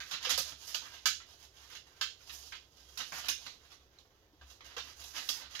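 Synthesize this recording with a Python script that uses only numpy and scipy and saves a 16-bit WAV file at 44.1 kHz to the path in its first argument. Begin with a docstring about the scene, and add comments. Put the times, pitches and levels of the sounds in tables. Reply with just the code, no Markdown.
"""Room tone and a low wavering hum run from the first moment to the last: filtered noise, under everything.
Over them sheets of paper are lifted and flipped in a small bare room. They buckle with sharp snaps, each
a crack and a dying volley of creases, and the walls answer with decaying echoes. Between and under the
snaps the sheets slide over each other in swells of fine random crackle; from a quarter second on, some taut
patches pop with a pitch, as short dying sines. The right microphone port hears the treble far louder."""
import sys
import numpy as np
from scipy import signal
from scipy.fft import rfft, irfft, next_fast_len
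from scipy.io import wavfile

SR = 44100
rng = np.random.default_rng(int(sys.argv[2]) if len(sys.argv) > 2 else 0)


def wav_out(sig):
    """Save sig, one row per channel (or a flat mono array), as 16-bit PCM at SR to the path in sys.argv[1]."""
    wavfile.write(sys.argv[1], SR, np.round(np.clip(np.atleast_2d(sig).T, -1, 1) * 32767).astype(np.int16))


def rack_gain(trim_db):
    """Turn a fader trim in dB into the linear factor to multiply a signal by."""
    fader = np.asarray(trim_db, float)
    return 10 ** (fader / 20)


N = 246959
HZ = np.fft.rfftfreq(next_fast_len(N + SR), 1 / SR) + 1e-3  # frequency grid, kept off zero for the log axis

# Colour of the room's air noise. Each row: frequency in Hz, relative density in dB per Hz.
ROOM_TONE_COLOUR = [(20, 3.5), (50, 10.5), (100, 10.5), (190, -3), (400, 5), (1300, -10), (2200, -92),
                    (3300, -11.5), (4000, -18.5), (6300, -14), (7800, -56), (10000, -43), (12000, -15),
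                    (16000, -21)]
# Swelling and sinking of the hum. Each row: time in seconds, level ahead of the ports in dB.
HUM_SWELLS = [(0.0, -66), (0.25, -77), (0.36, -61), (0.92, -74), (1.12, -67), (2.21, -78), (2.28, -64.5),
              (3.1, -75), (3.38, -64.5), (3.51, -74), (3.9, -68), (4.18, -86), (4.44, -58.5), (4.6, -76),
              (4.66, -64), (5.6, -71)]
# The right port resonates. Each row: frequency in Hz, left minus right at full share in dB.
PORT_TILT = [(700, -0.5), (1400, -3.5), (2200, -8.5), (2700, -6.5), (3300, -16), (4000, -17), (6800, -25.5),
             (7600, -3), (8000, -17), (9200, -6), (12000, -33), (15000, -14)]
# How alike the two ports hear the sound. Each row: frequency in Hz, left-right likeness from 0 to 1.
PORT_LIKENESS = [(60, 0.95), (250, 0.81), (500, 0.85), (1000, 0.38), (2000, 0.06), (5000, 0.073)]
# Buckling snaps of the sheets. Each row: start in seconds, strength of the crackle in dB, then, in dB against
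# that strength, sharpness of the crease, breadth of the panel, flap of the whole sheet.
SNAPS = [(0.0034, -36, -18, 2, -22), (0.1119, -30.5, -16, -11, -17), (0.1363, -28, -38, -9.5, -20.5),
         (0.2282, -33, -16, -22, -29), (0.2495, -23, -26, -10, -22), (0.2941, -26.5, -7.5, -3, -22),
         (0.303, -22.5, -9.5, -10, -21), (0.3199, -27, -38, -14, -28), (0.377, -28.5, -0.5, -9.5, -11.5),
         (0.3859, -26.5, -19, -12, -24), (0.5188, -41, -26, -10, -12), (0.6937, -38.5, -32, -13, -33),
         (0.7452, -25.5, -15.5, -13.5, -20.5), (0.819, -49, -22, -6, -3), (0.8546, -49.5, -30, 2.5, -12),
         (0.9665, -51, -36, -1, -21), (1.057, -18, -11.5, -5, -24), (1.2026, -44.5, -34, -2, -19),
         (1.7, -53.5, -3.5, 6, -27), (1.7519, -38, -19, -8, -32), (2.0121, -21.5, -21.5, -7.5, -26),
         (2.207, -67, -6, 12, -3), (2.2952, -36, -39, -9.5, -27), (2.5224, -36, -28, -1, -22.5),
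         (2.5518, -40.5, -23.5, -17, -16.5), (2.9743, -32.5, -10.5, -8, -27),
         (3.0043, -32, -37, -8.5, -20.5), (3.1219, -39.5, -12, 3.5, -5), (3.257, -42, -7.5, 1, -32),
         (3.2843, -23, -9, -6.5, -24), (3.465, -34.5, -25, -9, -17), (3.9868, -51, -18.5, -31, -13),
         (4.4126, -49.5, -29, -12, -5), (4.607, -46.5, -27, -1.5, -10.5), (4.7664, -35, -19, -7, -7.5),
         (4.78, -30, -23.5, -10, -17), (4.8722, -47, -19, -5.5, -11), (5.0402, -43.5, -5, -18, -13.5),
         (5.2893, -25, -9, -17, -22), (5.375, -49, -26, -4, -6), (5.4189, -39.5, -30, -16, -11.5),
         (5.5082, -48, -14, -13, -17), (5.5513, -31.5, -22.5, -6.5, -45), (5.5924, -30, -22, -7, -24)]
# Colour of paper at the microphone. Each row: frequency in Hz, relative density in dB per Hz.
PAPER_COLOUR = [(80, -14.5), (200, -28), (500, -26.5), (1000, -6.5), (1600, 2.5), (2300, 1.5), (3300, 1),
                (5000, 1.5), (6700, -1.5), (7700, -11.5), (8800, -10), (12000, -3), (15500, -12),
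                (16500, -53)]
# Borders in Hz between the flap, panel, crackle, crisp and edge ranges, from low to high.
RANGE_BORDERS_HZ = 900, 2600, 4600, 7500
# Decay of the echoes. Each row: frequency in Hz, time to fall by 60 dB in seconds.
ROOM_T60 = [(300, 0.19), (790, 0.098), (2090, 0.23), (5510, 0.33), (14600, 0.16)]
# Low standing waves that a flap excites. Each row: frequency in Hz, width in Hz, gain at the centre in dB.
ROOM_MODES = [(140, 25, 19), (260, 25, 8), (515, 45, 9)]
# Strokes of the hand that slide sheet over sheet. Each row: start in seconds, length in seconds,
# pressure as crackle level in dB, then, in dB against it, speed as sharpness, breadth in contact.
STROKES = [(0.014, 0.12, -56.5, -5.5, -4.5), (0.102, 0.074, -46, -16, -5), (0.199, .1, -43, -16.5, -3),
           (0.3, 0.061, -42.5, -29, -10), (0.403, 0.11, -54, -5, -7), (0.566, 0.094, -55, -5.5, -14.5),
           (0.637, 0.14, -52.5, 1, -8), (0.784, 0.17, -63, -2.5, 4.5), (0.837, 0.22, -59, -11.5, -9.5),
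           (1.234, 0.14, -60.5, -8.5, -10), (1.356, .11, -61, -4.5, -8), (1.494, 0.25, -64, -7, -4),
           (1.69, .1, -60, -13, -12), (1.8, 0.39, -72, -6, -0.5), (2.172, 0.16, -64, -6, -18),
           (2.274, .14, -62, 3.5, -9), (2.391, 0.15, -58.5, -5, -21), (2.58, 0.18, -75, -3.5, -9),
           (2.693, 0.19, -66.5, -7, -12.5), (2.83, 0.51, -61.5, -3, -9), (2.98, 0.048, -45, -16, -5),
           (3.115, 0.1, -53.5, -2.5, 3.5), (3.213, 0.066, -49, -33, -14), (3.354, 0.17, -55.5, -11, -13),
           (3.477, 0.25, -69.5, -7.5, -3.5), (3.7, 0.034, -54, -10, -3), (4.287, 0.33, -79, -11, -4),
           (4.445, 0.13, -72, -3, -12), (4.497, 0.023, -59.5, -6, -14), (4.64, 0.029, -56.5, -7.5, -3.5),
           (4.664, 0.094, -57, -12.5, -1), (4.795, 0.14, -62.5, -6.5, -3.5),
           (4.949, 0.097, -61, -2.5, -6.5), (5.02, 0.26, -62, 2, -5.5), (5.127, .11, -45.5, -11, -3),
           (5.21, 0.22, -60.5, 4.5, 0), (5.38, 0.095, -56, -31, -1.5), (5.485, 0.16, -57.5, -9, -6)]
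# Taut patches facing the microphone. Each row: start in seconds, strength ahead of the ports in dB,
# pitch in Hz, time to fall by 60 dB in seconds.
POPS = [(0.27, -40.5, 503, 0.093), (0.379, -41, 530, 0.073), (0.403, -44, 532, 0.074),
        (0.747, -21.5, 2880, .025), (0.75, -23, 4600, 0.016), (1.059, -32.5, 1052, .04),
        (1.202, -50, 1364, 0.13), (2.012, -49, 857, 0.044), (3.465, -33, 1490, 0.009),
        (3.987, -41.5, 4070, .015), (4.332, -57.5, 307, 0.11), (4.413, -50.5, 1600, 0.074),
        (4.7665, -45.5, 469, 0.12), (5.2904, -16, 3820, .01), (5.415, -46, 2050, .05),
        (5.551, -32, 2980, .01)]

ROOM_TONE_DB, HUM_HZ, HUM_WIDTH_HZ = -69.5, 67, 11
RIGHT_LAG_MS, TONE_PORT_SHARE = 0.095, 0.25  # the room tone takes only part of the port tilt
SPOTS = 4  # places where the sheets sound, each with its own echoes
CRACK_DB, CRUMPLE_S = 21.5, 0.0036  # first crack over the faintest creases; fading time of the volley
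SETTLE_DB, SETTLE_S = -35, 0.083  # after a snap the sheet keeps creasing faintly
# Sharpness lifts the edge range in full and the crisp range in part; breadth lifts the panel range.
SNAP_FLAP_DB, SNAP_PANEL_DB, SNAP_EDGE_DB = 4, 2, 4
SNAP_CRISP_DB, SNAP_CRISP_SHARE = 6.5, 0.5
SLIDE_CRISP_DB, SLIDE_CRISP_SHARE = 4.5, 0.61
# The flap of a stroke follows pressure only in part, and breadth a little.
SLIDE_FLAP_DB, SLIDE_FLAP_SHARE, SLIDE_FLAP_FOLLOWS = -69.5, 0.19, 0.76
MEAN_PRESSURE_DB = -62
SWELL_POWER = 0.67  # a stroke swells and fades as a half sine to this power
GRIP_DB, GRIP_SHARP_DB, GRIP_BROAD_DB = -79, -9.5, -1  # the held sheets never rest quite still


def rms_one(x):
    """Scale to rms 1."""
    return x / np.sqrt(np.mean(x ** 2) + 1e-20)


def at_hz(points, hz=HZ):
    """Read a table of frequency and value on a log frequency axis."""
    table = np.array(points)
    return np.interp(np.log(hz), np.log(table[:, 0]), table[:, 1])


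def shaped(x, gain):
    """Multiply the spectrum by a gain given on HZ."""
    size = 2 * len(HZ) - 2
    return irfft(rfft(x, size) * gain, size)[..., :N]


def drift(rate_hz):
    """Slow random wandering of rms 1: noise through two equal low-pass poles."""
    r = np.exp(-2 * np.pi * rate_hz / SR)
    slow = signal.lfilter([1], [1, -2 * r, r * r], rng.standard_normal(N + SR))
    return rms_one(slow[SR:])  # the first second is run-in


def pair(sources, port_share):
    """Two unrelated signals become left and right: alike in the bass, own gain per port, the right a little late."""
    alike = np.clip(at_hz(PORT_LIKENESS), 0, 1)
    mid, side = np.sqrt(1 + alike), np.sqrt(1 - alike)
    tilt = rack_gain(port_share * at_hz(PORT_TILT) / 2)
    norm = np.sqrt(tilt ** 2 + tilt ** -2)
    lag = np.exp(-2j * np.pi * HZ * RIGHT_LAG_MS / 1000)
    left, right = tilt / norm, lag / tilt / norm
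    return np.array([shaped(sources[0], mid * left) + shaped(sources[1], side * left),
                     shaped(sources[0], mid * right) - shaped(sources[1], side * right)])


def room_tone():
    """Steady air noise, and a hum of narrow-band noise that wavers and follows its swells."""
    air = rms_one(shaped(rng.standard_normal((2, N)), rack_gain(at_hz(ROOM_TONE_COLOUR))))
    resonance = 1 / (1 + (2 * (HZ - HUM_HZ) / HUM_WIDTH_HZ) ** 2)
    hum = rms_one(shaped(rng.standard_normal((2, N)), resonance))
    hum_db = np.interp(np.arange(N) / SR, *np.transpose(HUM_SWELLS))
    return pair(rack_gain(ROOM_TONE_DB) * air + rack_gain(hum_db) * hum, TONE_PORT_SHARE)


def crackle(size, per_s, spread_db):
    """Tiny creases give way at random, a few much louder than the rest."""
    chance, rarity, side = rng.random((3, size))
    loudness = rack_gain(-spread_db * np.log(rarity + 0.012))
    return (chance < per_s / SR) * loudness * np.sign(side - 0.5)


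def five_ranges(x):
    """Crackle, flap, panel, crisp and edge ranges, adjoining in frequency, each at rms 1."""
    a, b, c, d = RANGE_BORDERS_HZ
    cuts = [([b, c], "band"), ([a / 5, a], "band"), ([a, b], "band"), ([c, d], "band"), (d, "high")]
    filters = [signal.butter(2, hz, kind, fs=SR, output="sos") for hz, kind in cuts]
    return [rms_one(signal.sosfiltfilt(sos, x)) for sos in filters]


def snaps(paper, span_db=-18.5):
    """A panel pops through with one crack, then a dying volley of creases while the sheet settles."""
    span, lead = 4096, len(paper) // 2  # lead: delay of the centred paper filter
    out = np.zeros((SPOTS, N + SR))
    t = np.arange(span) / SR
    dying = np.exp(-t / CRUMPLE_S) + rack_gain(SETTLE_DB) * np.exp(-t / SETTLE_S)
    for k, (start_s, strength_db, sharp_db, broad_db, flap_db) in enumerate(SNAPS):
        volley = crackle(span, 12000, 4.4) * dying
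        volley[0] = rack_gain(CRACK_DB)
        colour_db = np.array([0, SNAP_FLAP_DB + flap_db, SNAP_PANEL_DB + broad_db,
                              SNAP_CRISP_DB + SNAP_CRISP_SHARE * sharp_db, SNAP_EDGE_DB + sharp_db])
        ranges = five_ranges(np.convolve(volley, paper)[:span])
        at = round(start_s * SR)
        # span_db brings strength down to the mean level over the span
        out[k % SPOTS, at:at + span] += rack_gain(strength_db + span_db + colour_db) @ ranges
    return out[:, lead:lead + N]


def room(x, direct_db=-10.0, left_favour=0.08, early_db=7.0, early_s=0.00067,
         first_echo_s=0.00023, build_s=0.00055):
    """Direct sound, then echoes that thicken and die band by band: one part alike in both ports, one differing."""
    t = np.arange(SR // 2) / SR
    edges_hz = 75 * 2. ** np.arange(9)  # octaves
    white, tail = rng.standard_normal((2, 2, len(t))), 0
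    for k, (low, high) in enumerate(zip(edges_hz, edges_hz[1:])):
        octave = signal.butter(2, [low, high], "band", fs=SR, output="sos")
        band = signal.sosfilt(octave, white[k % 2])
        t60 = at_hz(ROOM_T60, np.sqrt(low * high))
        tail = tail + band * rack_gain(-60 * t / t60) / np.sqrt(t60)
    tail = tail * (1 - np.exp(-np.maximum(t - first_echo_s, 0) / build_s))
    tail = tail * (1 + rack_gain(early_db) * np.exp(-t / early_s))  # near walls answer loudest
    tail /= np.sqrt(np.sum(tail ** 2) / 2)
    tail[:, 0] = rack_gain(direct_db) * np.array([1, left_favour])  # the left port faces the paper
    return signal.fftconvolve(x[None], tail, axes=1)[:, :N]


def standing_waves(x):
    """Low modes of the room ring along as narrow resonances."""
    return sum(rack_gain(db) * signal.lfilter(*signal.iirpeak(hz, hz / width, SR), x) for hz, width, db in ROOM_MODES)


def rub_gains(press_db, sharp_db, broad_db):
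    """Pressure, speed and breadth of a rub set the gain of each of the five ranges."""
    flap_db = (SLIDE_FLAP_DB + SLIDE_FLAP_FOLLOWS * (press_db - MEAN_PRESSURE_DB)
               + SLIDE_FLAP_SHARE * broad_db)
    crisp_db = press_db + SLIDE_CRISP_DB + SLIDE_CRISP_SHARE * sharp_db
    return rack_gain([press_db, flap_db, press_db + broad_db, crisp_db, press_db + sharp_db])[:, None]


def sliding(paper, clump_db=3.0, wander_hz=6.0):
    """Dense creasing in clumps swells under each stroke; the place of contact wanders from spot to spot."""
    power = rub_gains(GRIP_DB, GRIP_SHARP_DB, GRIP_BROAD_DB) ** 2 * np.ones(N + SR)
    for start_s, length_s, *manner_db in STROKES:
        at = round(start_s * SR)
        swell = np.sin(np.pi * np.arange(0, 1, 1 / (length_s * SR))) ** SWELL_POWER
        power[:, at:at + len(swell)] += (rub_gains(*manner_db) * swell) ** 2
    grains = crackle(N, 3000, 4.47) * rack_gain(clump_db * drift(27))
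    ranges = five_ranges(signal.fftconvolve(grains, paper, "same"))
    rustle = np.sum(np.sqrt(power[:, :N]) * ranges, axis=0)
    share = np.array([drift(wander_hz) for _ in range(SPOTS)]) ** 2
    return rustle * share / np.sqrt(np.sum(share ** 2, axis=0))


def pops():
    """Each taut patch pops as one tone that rises within a cycle and dies away, heard directly."""
    out, t = np.zeros(N + SR), np.arange(SR // 4) / SR
    for start_s, strength_db, hz, t60 in POPS:
        at = round(start_s * SR)
        envelope = np.minimum(hz * t, 1) * rack_gain(strength_db - 60 * t / t60)
        out[at:at + len(t)] += envelope * np.sin(2 * np.pi * hz * t)
    return np.array([out[:N], np.zeros(N)])  # only in the part alike in both ports


def scene():
    """Paper through the room to both ports, over the room tone."""
    paper_gain = rack_gain(at_hz(PAPER_COLOUR, np.fft.rfftfreq(512, 1 / SR) + 1))
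    paper = np.fft.fftshift(irfft(paper_gain))  # centred filter
    heard = sum(room(spot) for spot in snaps(paper) + sliding(paper))
    return pair(heard + standing_waves(heard) + pops(), 1) + room_tone()


def band_limit(x):
    """A steep low-pass at the top of the band."""
    return signal.sosfilt(signal.butter(12, 16510, fs=SR, output="sos"), x)


def record(dry):
    """Hand over the finished mix."""
    return band_limit(dry)


dry = scene()
out = record(dry)
wav_out(out)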